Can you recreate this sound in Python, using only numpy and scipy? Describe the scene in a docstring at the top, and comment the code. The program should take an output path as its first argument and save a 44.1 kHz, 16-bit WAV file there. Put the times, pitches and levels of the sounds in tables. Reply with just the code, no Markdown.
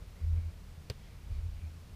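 """A breeze rumbles over distant surf, soft steps in the sand and faint chirps: beach volleyball.
Two gusts buffet the microphone with a low, wavering drone. Between them comes one sharp slap:
fingers and palm strike the ball, squeezing out a crack of air and exciting the modes of its skin.
The ball thumps, the air inside rings briefly, and sand and players scatter the sound."""
import sys
import numpy as np
from scipy import signal
from scipy.fft import rfft, irfft
from scipy.io import wavfile
from scipy.ndimage import uniform_filter1d

SR = 44100
rng = np.random.default_rng(int(sys.argv[2]) if len(sys.argv) > 2 else 0)


def log_audio(samples):
    """Write samples as a 16-bit WAV file to the path given in sys.argv[1]."""
    # one column per channel
    frames = np.atleast_2d(samples).T
    # limit to full scale, then quantise
    limited = np.clip(frames, -1, 1)
    pcm = np.round(limited * 32767).astype(np.int16)
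    wavfile.write(sys.argv[1], SR, pcm)


N = 85995
T = np.arange(N) / SR
HIT_S = .8991


def from_db(db):
    """Amplitude grows tenfold for every 20 dB."""
    return 10 ** (np.asarray(db) / 20)


def rms_one(x):
    """Division by the rms gives a signal unit power."""
    return x / np.sqrt(np.mean(x ** 2) + 1e-20)


def in_time(rows):
    """Linear interpolation joins (seconds, value) points into a curve."""
    return np.interp(T, *np.transpose(rows))


def noise(spectrum):
    """Spectral shaping turns white noise into coloured noise of unit rms."""
    hz, db = np.transpose(spectrum)
    bins = np.maximum(np.fft.rfftfreq(N, 1 / SR), 1)
    gain = from_db(np.interp(np.log(bins), np.log(hz), db)) * np.minimum(bins / 20, 1) ** 2
    return rms_one(irfft(rfft(rng.standard_normal(N)) * gain, N))


def drift(rate_hz):
    """Low-pass filtered noise wanders about zero with unit spread."""
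    bins = np.fft.rfftfreq(N, 1 / SR)
    gain = (bins > 0) / (1 + (bins / rate_hz) ** 2) ** 2
    return rms_one(irfft(rfft(rng.standard_normal(N)) * gain, N))


def swells(rows):
    """Gaussian bumps add up to an envelope; each width is a standard deviation."""
    return sum(from_db(db) * np.exp(-.5 * ((T - at) / width) ** 2) for at, db, width in rows)


def touch(at, length):
    """A force pulse of unit area: the shorter the contact, the wider its spectrum."""
    pulse = np.exp(-2 * ((T - at) / length) ** 2)
    return pulse / (pulse.sum() + 1e-20)


def ring(force, modes):
    """Modal superposition: a force drives damped resonators, neighbours in opposite sign."""
    response = 0
    for k, (hz, db, t60) in enumerate(modes):
        radius = np.exp(-np.log(1000) / (t60 * SR))
        angle = 2 * np.pi * hz / SR
        feedback = [1, -2 * radius * np.cos(angle), radius ** 2]
        mode = signal.lfilter([0, np.sin(angle)], feedback, force + 1e-18)
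        response += (-1) ** k * from_db(db) * mode
    return response


def burst(attack_s, hold_s, t60_s):
    """An envelope rises linearly from the hit and decays exponentially after the hold."""
    age = T - HIT_S
    return np.clip(age / attack_s, 0, 1) * np.exp(-np.log(1000) * np.maximum(age - hold_s, 0) / t60_s)


def wind():
    """Pressure fluctuations of gusts at the microphone make a wavering drone and a rumble."""
    # Each row: time in seconds, relative level in dB.
    drone_levels = [(0, -49), (.05, -61), (.17, -67), (.22, -36), (.29, -27.5), (.385, -30), (.42, -38),
                    (.48, -35), (.51, -47), (.67, -54.5), (.8, -45), (.85, -67), (1.02, -58), (1.08, -54),
                    (1.285, -52.5), (1.315, -32.5), (1.36, -59), (1.4, -39.5), (1.435, -41.5), (1.465, -31),
                    (1.51, -45.5), (1.57, -41), (1.595, -54), (1.64, -34.5), (1.75, -52), (1.9, -59),
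                    (1.95, -49)]
    rumble_levels = [(0, -47), (.19, -54), (.25, -37.5), (.3, -40.5), (.36, -35.5), (.42, -42),
                     (.52, -49.5), (.66, -53.5), (.85, -62), (1.0, -57), (1.29, -49), (1.32, -36),
                     (1.38, -33.5), (1.43, -42), (1.57, -44), (1.62, -51), (1.8, -68), (1.95, -52)]
    # Each row: frequency in Hz, relative spectral density in dB.
    rumble_spectrum = [(20, -13), (32, -3), (44, 8.5), (58, 4), (75, -8.5), (100, -28), (135, -22),
                       (180, -38), (400, -55), (900, -72), (6000, -115)]
    drone_hz = 81.65 + 1.5 * drift(rate_hz=17.9)
    drone_db = in_time(drone_levels) - 1 - 0.5 * drift(rate_hz=30)
    phase = 2 * np.pi * np.cumsum(drone_hz) / SR
    drone = np.sqrt(2) * np.sin(phase) * from_db(drone_db)
    eddies = noise(rumble_spectrum)
    local_power = uniform_filter1d(np.abs(signal.hilbert(eddies)) ** 2 / 2, size=3000)
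    even_eddies = eddies / np.sqrt(local_power + 1e-9)  # the level curve alone shapes the gusts
    return drone + from_db(in_time(rumble_levels)) * even_eddies


def surf():
    """Distant waves add incoherently into steady noise."""
    # Each row: frequency in Hz, relative spectral density in dB.
    surf_spectrum = [(25, 21.5), (40, 23), (60, 17.5), (85, 22), (120, 17.5), (170, 15.5), (240, 5.5),
                     (340, 0.5), (480, 0), (750, -3.5), (1200, -5), (1750, -8), (2400, -8), (3300, -10),
                     (4800, -11), (7000, -15.5), (10000, -18), (14500, -20.5)]
    return from_db(-52) * noise(surf_spectrum)


def footsteps():
    """Sand thuds under compression and hisses with friction as feet sink and scuff."""
    # Each row: peak time in seconds, level in dB, width in seconds.
    steps = [(.02, -63, .03), (.2, -63, 0.054), (.368, -57.5, 0.018), (.55, -71, 0.036),
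             (1.32, -62.5, 0.022)]
    scuffs = [(1.053, -74, .04), (1.345, -68, 0.032)]
    # Each row: frequency in Hz, relative spectral density in dB.
    step_spectrum = [(100, 6.5), (190, 2.5), (300, -1.5), (500, 5), (800, -8.5), (1400, -8.5), (2500, -26),
                     (5000, -37), (10000, -53)]
    scuff_spectrum = [(300, 0), (1000, -22), (2200, -10), (3400, -2), (4400, 1), (8000, -17), (15000, -30)]
    return swells(steps) * noise(step_spectrum) + swells(scuffs) * noise(scuff_spectrum)


def chirps(bandwidth_hz=420):
    """Narrow-band noise has a breathy pitch; short swells of it make faint, far chirps."""
    # Each row: peak time in seconds, level in dB, width in seconds, centre frequency in Hz.
    calls = [(0.225, -70.5, 0.059, 2160), (0.383, -69, 0.036, 2250), (.45, -72, 0.051, 2300),
             (1.05, -73, 0.031, 3280), (1.072, -71.5, 0.1, 2110), (1.346, -71.5, 0.1, 2290),
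             (1.596, -73.5, .025, 2890), (1.575, -72, .02, 2340), (1.65, -68.5, 0.038, 2270)]
    sound = np.zeros(N)
    for at, db, width, hz in calls:
        edges = [hz - bandwidth_hz / 2, hz + bandwidth_hz / 2]
        band = signal.butter(2, edges, "band", fs=SR, output="sos")
        breath = rms_one(signal.sosfilt(band, rng.standard_normal(N)))
        sound += swells([(at, db, width)]) * breath
    return sound


def slap():
    """Impact excites the modes of the ball's skin and expels a crack of air from under the palm."""
    # The hand lands in parts. Each row: delay in seconds, relative level in dB, length in seconds.
    contacts = [(.00015, -1, .00009), (.0008, -3, .00003), (.00165, -8, .00006)]
    # Each row: frequency in Hz, relative level in dB, time to decay by 60 dB in seconds.
    skin_modes = [(960, -17, 0.18), (1250, -10, 0.013), (1780, -22, 0.041), (2350, -1, 0.042),
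                  (2960, -7, 0.019), (3780, -5, 0.015), (4230, -4.5, 0.021), (4736, 5.5, 0.0079),
                  (5110, -1, 0.016), (6000, -3, 0.0093), (7615, -5, 0.019), (10530, -1.5, .007),
                  (12400, -22, 0.0071), (14000, 3, .008)]
    # Each row: frequency in Hz, relative spectral density in dB.
    crack_spectrum = [(500, -23), (1500, -5.5), (2500, -2), (4700, 6.5), (6500, -4), (10500, -9),
                      (15000, -21.5)]
    force = sum(from_db(db) * touch(HIT_S + delay, length) for delay, db, length in contacts)
    skin = from_db(-39) * ring(force, skin_modes)
    crack = from_db(-37) * noise(crack_spectrum) * burst(attack_s=.00036, hold_s=.0013, t60_s=.0038)
    return skin + crack


def scatter():
    """Scattering by sand and players follows the slap with diffuse noise and a fainter tail."""
    # Each row: frequency in Hz, relative spectral density in dB.
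    scatter_spectrum = [(200, 3.5), (450, 8.5), (800, -4.5), (1500, -0.5), (2700, 3.5), (5000, -5.5),
                        (7000, -17.5), (15000, -24)]
    early = from_db(-45) * burst(attack_s=.00053, hold_s=.0053, t60_s=.03)
    tail = from_db(-58.5) * burst(attack_s=.011, hold_s=.0091, t60_s=.17)
    return (early + tail) * noise(scatter_spectrum)


def ball(thump_hz=104, thump_s=.0157):
    """Elastic flattening and rebound make one low thump; the enclosed air rings as a cavity."""
    # Soft pushes on the air inside. Each row: delay in seconds, relative level in dB.
    pushes = [(.002, 0), (.0117, -6.5)]
    # One row: frequency in Hz, relative level in dB, time to decay by 60 dB in seconds.
    cavity_mode = [(438, -30, .018)]
    age = T - HIT_S - .0005
    squeeze = np.sqrt(np.maximum(np.sin(np.pi * np.clip(age / thump_s, 0, 1)), 0))
    thump = from_db(-31) * squeeze * np.sin(2 * np.pi * thump_hz * age)
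    force = sum(from_db(db) * touch(HIT_S + delay, length=.0004) for delay, db in pushes)
    return -thump - ring(force, cavity_mode)


def scene():
    """Superposition: the pressures of the hit and its surroundings add at one microphone."""
    hit = slap() + scatter() + ball()
    return (hit + wind() + footsteps() + surf() + chirps())[None]


def record(dry, cutoff_hz=15300):
    """An elliptic low-pass filter cuts the highest treble steeply."""
    return signal.sosfilt(signal.ellip(12, .1, 80, cutoff_hz, fs=SR, output="sos"), dry)


dry = scene()
out = record(dry)
log_audio(out)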